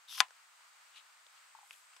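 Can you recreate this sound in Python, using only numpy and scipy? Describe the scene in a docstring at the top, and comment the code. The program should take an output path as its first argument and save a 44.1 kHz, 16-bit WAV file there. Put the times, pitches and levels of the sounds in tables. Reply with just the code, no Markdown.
"""A faint outdoor hush and thin bands of insect song lie over a stony riverbank throughout.
First a tripod's leg section slides out, friction in its collar making a growing scrape. It catches,
then snaps against its stop: the impact excites the tube's modes, and the sound scatters off the stones.
Afterwards come a few soft knocks and the rub of hands along the legs.
Small ticks from the fittings begin during the slide and recur until the end."""
import sys
import numpy as np
from scipy import signal
from scipy.fft import rfft, irfft
from scipy.io import wavfile

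SR = 44100
rng = np.random.default_rng(int(sys.argv[2]) if len(sys.argv) > 2 else 0)


def to_wav(sig):
    """Store sig (one row per channel, or 1-D mono) as 16-bit WAV at the path in sys.argv[1].

    Samples outside -1..1 are clipped; the rate is SR.
    """
    pcm = np.clip(np.atleast_2d(sig), -1, 1) * 32767
    pcm = np.round(pcm).astype(np.int16)
    wavfile.write(sys.argv[1], SR, pcm.T)  # frames by channels


N = 88200
T = np.arange(N) / SR
# steep low cuts keep the snap and handling sounds thin, with little bass
LEG_LOW_CUT_HZ, HANDLING_LOW_CUT_HZ = 695, 380


def from_db(db):
    """Amplitude ratio of a level in decibels."""
    return 10 ** (np.asarray(db) / 20)


def unit_rms(x):
    """Normalisation to an rms of 1."""
    return x / np.sqrt(np.mean(x ** 2) + 1e-20)


def pan(db):
    """Interchannel level difference: two gains, the left louder by db."""
    gains = from_db(np.array([[db], [-db]]) / 2)
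    return gains / gains.mean()


def low_pass(x, hz):
    """Second-order low-pass: a gentle loss of treble."""
    return signal.sosfilt(signal.butter(2, min(hz, SR / 2 - 1000), fs=SR, output="sos"), x + 1e-18)


def high_pass(x, hz):
    """Fourth-order high-pass: a steep loss of bass."""
    return signal.sosfilt(signal.butter(4, hz, "high", fs=SR, output="sos"), x + 1e-18)


def noise(spectrum, correlation):
    """Spectrally shaped stereo noise of rms 1; the mid-side balance sets the left-right correlation."""
    hz, db = np.transpose(spectrum)
    freqs = np.maximum(np.fft.rfftfreq(N, 1 / SR), 1)
    gains = from_db(np.interp(np.log(freqs), np.log(hz), db))
    mid, side = irfft(rfft(rng.standard_normal((2, N))) * gains, N)
    return unit_rms(np.sqrt(1 + correlation) * mid + np.sqrt(1 - correlation) * side * [[1], [-1]])


def narrowband(centre_hz, width_hz):
    """Quadrature modulation: slow noise shifted to a centre frequency that may move; rms 1."""
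    in_phase, quadrature = low_pass(rng.standard_normal((2, N)), width_hz / 2)
    phase = 2 * np.pi * np.cumsum(centre_hz * np.ones(N)) / SR
    return unit_rms(in_phase * np.cos(phase) + quadrature * np.sin(phase))


def drift(rate_hz):
    """Random modulation of rms 1, interpolated between independent values."""
    knots = rng.standard_normal(N)
    return unit_rms(np.interp(T * rate_hz, np.arange(N), knots))


def swell(peak_s, half_length_s, level_db):
    """Bell-shaped amplitude envelope of a stroke."""
    return from_db(level_db) / (1 + ((T - peak_s) / half_length_s) ** 2 / 2) ** 2


def decay(start_s, t60_s):
    """Exponential damping: silence, then a fall from 1 by 60 dB every t60_s."""
    return (T >= start_s) * from_db(-60 * np.clip((T - start_s) / t60_s, 0, 5))


def ring(start_s, pitch_hz, t60_s):
    """Free vibration of one struck mode: a damped sinusoid."""
    return decay(start_s, t60_s) * np.sin(2 * np.pi * pitch_hz * (T - start_s))


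# spectrum of the far hush: frequency_hz, density_db
HUSH_SPECTRUM = [(30, -46.5), (130, -55), (215, -45), (270, -31), (350, -33), (450, -21.5), (700, -9),
                 (900, -4), (1300, 1), (1750, -3), (2400, -4), (3500, -8.5), (4900, -8.5), (5700, -12),
                 (8600, -11), (9600, -18.5), (15700, -23), (16100, -57)]
# bands of insect song: centre_hz, width_hz, start_level_db, end_level_db
INSECT_BANDS = [(6690, 510, -79, -79.5), (8010, 1000, -77, -70.5)]


def outdoors():
    """Ambient noise: a wavering broadband hush, and insect song as noise confined by resonance."""
    out = from_db(-63 - 0.82 * drift(14)) * noise(HUSH_SPECTRUM, correlation=0.22)
    for centre_hz, width_hz, start_level_db, end_level_db in INSECT_BANDS:
        resonance = signal.iirpeak(centre_hz, centre_hz / width_hz, fs=SR)
        band = signal.lfilter(*resonance, rng.standard_normal((2, N)))
        song = unit_rms(signal.lfilter(*resonance, band))  # a second pass steepens the skirts
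        level_db = np.linspace(start_level_db, end_level_db, N) + 0.81 * drift(22)
        out = out + song * from_db(level_db)
    return pan(1) * out


# envelope of the tube's friction in its collar: time_s, level_db
SLIDE_ENVELOPE = [(0.079, -69), (0.085, -58.5), (0.11, -51), (0.13, -48), (0.155, -46), (0.168, -49.5),
                  (0.185, -43), (0.203, -43), (0.21, -73)]
# spectrum of that friction: frequency_hz, density_db
SLIDE_SPECTRUM = [(300, -50), (700, -30), (1050, -12), (1900, -16.5), (2800, -3), (3200, -1.5),
                  (3750, -4.5), (4300, -6), (5300, -1.5), (6100, -5), (6900, -13), (9400, -11.5),
                  (10400, -8.5), (12100, -6.5), (12400, -18), (15600, -27), (16300, -48)]
RASP_START_HZ, RASP_SINK_HZ_PER_S = 3740, 4200
RASP_START_S, RASP_ATTACK_S, RASP_RELEASE_S = 0.076, 0.0076, 0.014


def slide():
    """Sliding friction: a growing hiss, and a rasp whose resonance sinks as the leg lengthens."""
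    level_db = np.interp(T, *np.transpose(SLIDE_ENVELOPE), left=-np.inf, right=-np.inf)
    hiss = from_db(level_db) * noise(SLIDE_SPECTRUM, correlation=0.53)
    stop_s = STOP_IMPACTS[-1][0]
    attack = np.clip((T - RASP_START_S) / RASP_ATTACK_S, 0, 1)
    release = np.clip(1 + (stop_s - T) / RASP_RELEASE_S, 0, 1)
    travel_s = np.clip(T, RASP_START_S, stop_s) - RASP_START_S
    rasp_hz = RASP_START_HZ - RASP_SINK_HZ_PER_S * travel_s
    rasp = from_db(-54.5) * attack * release * narrowband(rasp_hz, width_hz=330)
    # near the stop the tube judders in its low mode
    judder = swell(peak_s=0.1762, half_length_s=0.0048, level_db=-52.5) * narrowband(1060, width_hz=68)
    roughness = from_db(0.5 * drift(500))
    return pan(4) * roughness * (hiss + rasp + judder)


# contacts of the fittings: start_s, level_db, pitch_hz, t60_s, relative_splash_db
FITTING_TICKS = [(0.126, -46.5, 1410, .016, -11), (0.2838, -56.5, 1800, .01, 4.5),
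                 (0.307, -45.5, 1480, 0.011, -4.5), (1.2665, -47.5, 3720, 0.0086, -3),
                 (1.7085, -32.5, 2570, 0.0066, -9), (1.7126, -46, 2180, 0.0098, -8),
                 (1.9349, -51.5, 2760, 0.0088, -11), (1.9645, -57.5, 1030, 0.031, 7.5)]
# spectrum of a tick's noise splash: frequency_hz, density_db
SPLASH_SPECTRUM = [(150, -53), (450, 2), (1000, 5), (5000, 4.5), (10500, -7), (14000, -28)]
TICK_RISE_S, TICK_LOW_CUT_HZ = 0.0005, 426


def ticks():
    """Hard contact: each tiny impact excites one short-lived mode and a broadband splash."""
    grit = noise(SPLASH_SPECTRUM, correlation=0.6)
    out = 0
    for start_s, level_db, pitch_hz, t60_s, relative_splash_db in FITTING_TICKS:
        rise = np.clip((T - start_s) / TICK_RISE_S, 0, 1)
        splash = from_db(relative_splash_db) * decay(start_s, t60_s) * grit
        out = out + from_db(level_db) * rise * (ring(start_s, pitch_hz, t60_s) + splash)
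    return high_pass(out, TICK_LOW_CUT_HZ)


# the section catches, then hits its stop: start_s, level_db, brightness_hz
STOP_IMPACTS = [(0.1792, -22, 2200), (0.2035, 1, 13000)]
# natural modes of the leg: pitch_hz, level_db, t60_s
TUBE_MODES = [(810, -29.5, 0.05), (1020.7, -25, 0.091), (1250, -26, 0.025), (1408, -20, 0.018),
              (1705, -17.5, 0.017), (1933, -26.5, 0.03), (2470, -13, 0.0079), (2966, -25, 0.03),
              (3620, -17, 0.014), (4430, -15.5, 0.0072), (4990, -17, 0.013), (5770, -19, 0.0086),
              (6500, -28, 0.011), (7435, -31.5, 0.0068), (10580, -33.5, 0.017), (11880, -28, 0.0045)]
# rattle of the parts at the stop: frequency_hz, density_db
RATTLE_SPECTRUM = [(200, -32), (550, -30.5), (1000, -18), (3500, -1.5), (5000, -4), (8000, -3),
                   (12000, -12.5), (13000, -22), (16500, -27)]
# scatter off the stones: frequency_hz, density_db
SCATTER_SPECTRUM = [(40, -24), (250, -19.5), (520, -16), (740, 5.5), (1900, 0.5), (3600, -4), (5000, -15.5),
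                    (9000, -20.5), (15000, -42)]
# dull shudder of the frame: frequency_hz, density_db
SHUDDER_SPECTRUM = [(60, -17), (110, -19), (180, 1), (420, 4), (900, -25), (3000, -44)]
ECHO_DELAY_S, ECHO_CUT_HZ = 0.0054, 1920
SCATTER_T60_S, SCATTER_BUILD_S = 0.11, 0.0067
LEG_PAN_DB = 8


def snap():
    """Impact excitation: tube modes ring and parts rattle; the ground reflects and the stones scatter."""
    out = 0
    for start_s, level_db, brightness_hz in STOP_IMPACTS:
        # the modes alternate in polarity, two by two
        tube = sum(from_db(mode_db) * (-1) ** (k // 2) * ring(start_s, pitch_hz, t60_s)
                   for k, (pitch_hz, mode_db, t60_s) in enumerate(TUBE_MODES))
        ground_echo = from_db(-8.5) * low_pass(np.interp(T - ECHO_DELAY_S, T, tube), ECHO_CUT_HZ)
        rattle = from_db(-22) * decay(start_s, t60_s=0.025) * noise(RATTLE_SPECTRUM, correlation=0.69)
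        scatter_envelope = decay(start_s, SCATTER_T60_S) - decay(start_s, SCATTER_BUILD_S)
        scatter = from_db(-31.5) * scatter_envelope * noise(SCATTER_SPECTRUM, correlation=0.47)
        blow = pan(LEG_PAN_DB) * (tube + ground_echo) + pan(2) * (rattle + scatter)
        thin_blow = high_pass(low_pass(blow, brightness_hz), LEG_LOW_CUT_HZ)
        # the jolted frame adds a faint low push and a shudder
        thump = pan(LEG_PAN_DB) * from_db(-75) * ring(start_s, pitch_hz=40, t60_s=0.09)
        shudder = from_db(-65) * decay(start_s, t60_s=0.09) * noise(SHUDDER_SPECTRUM, correlation=0.3)
        out = out + from_db(level_db) * (thin_blow + thump + shudder)
    return out


# soft handling blows: start_s, level_db, pitch_hz, t60_s
SOFT_KNOCKS = [(0.606, -56, 910, 0.033), (1.5489, -45.5, 892, 0.051), (1.5874, -45.5, 863, 0.021),
               (1.612, -57, 837, 0.034), (1.6295, -53, 810, 0.07)]
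OVERTONE_RATIO, KNOCK_BRIGHTNESS_HZ = 1.26, 1510


def knocks():
    """Compliant contact: a padded blow carries little treble and excites a low pair of modes."""
    out = 0
    for start_s, level_db, pitch_hz, t60_s in SOFT_KNOCKS:
        overtone = from_db(-3) * ring(start_s, pitch_hz * OVERTONE_RATIO, t60_s / 2)
        out = out + from_db(level_db) * (ring(start_s, pitch_hz, t60_s) - overtone)
    return high_pass(low_pass(out, KNOCK_BRIGHTNESS_HZ), LEG_LOW_CUT_HZ)


# strokes of a hand along the leg: peak_s, half_length_s, level_db, brightness_hz
HAND_STROKES = [(0.974, 0.021, -54, 12300), (1.379, 0.0081, -63.5, 9000), (1.735, 0.015, -56, 2430)]
# friction of hand on leg: frequency_hz, density_db
RUB_SPECTRUM = [(400, -37), (1200, -10), (2100, -11.5), (2550, 0), (3800, 0), (4600, -8), (5300, -13),
                (10000, -18), (16000, -34.5)]
# thin, high swish of the shifting grip: frequency_hz, density_db
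SWISH_SPECTRUM = [(1000, -14), (4000, -8), (8000, -2), (10300, -3), (12100, -2), (12600, -10.5),
                  (15500, -18), (16200, -36)]


def rubs():
    """Friction noise, amplitude-modulated: short grainy hand strokes and a swish as the grip shifts."""
    friction = pan(5.5) * noise(RUB_SPECTRUM, correlation=0.51)
    strokes = sum(swell(peak_s, half_length_s, level_db) * low_pass(friction, brightness_hz)
                  for peak_s, half_length_s, level_db, brightness_hz in HAND_STROKES)
    grip_shift = swell(peak_s=1.738, half_length_s=0.068, level_db=-64.5)
    swish = grip_shift * noise(SWISH_SPECTRUM, correlation=0.3)
    roughness = from_db(2.2 * drift(350))
    return (strokes + swish) * roughness


def scene():
    """Superposition: the tripod, a little to the left, over the ambience."""
    handling = slide() + rubs() + pan(5.5) * (ticks() + knocks())
    return snap() + high_pass(handling, HANDLING_LOW_CUT_HZ) + outdoors()


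CUTOFF_HZ = 16600


def record(dry):
    """Band limiting: an elliptic low-pass cuts the highest treble steeply."""
    return signal.sosfilt(signal.ellip(10, 0.1, 80, CUTOFF_HZ, fs=SR, output="sos"), dry)


dry = scene()
out = record(dry)
to_wav(out)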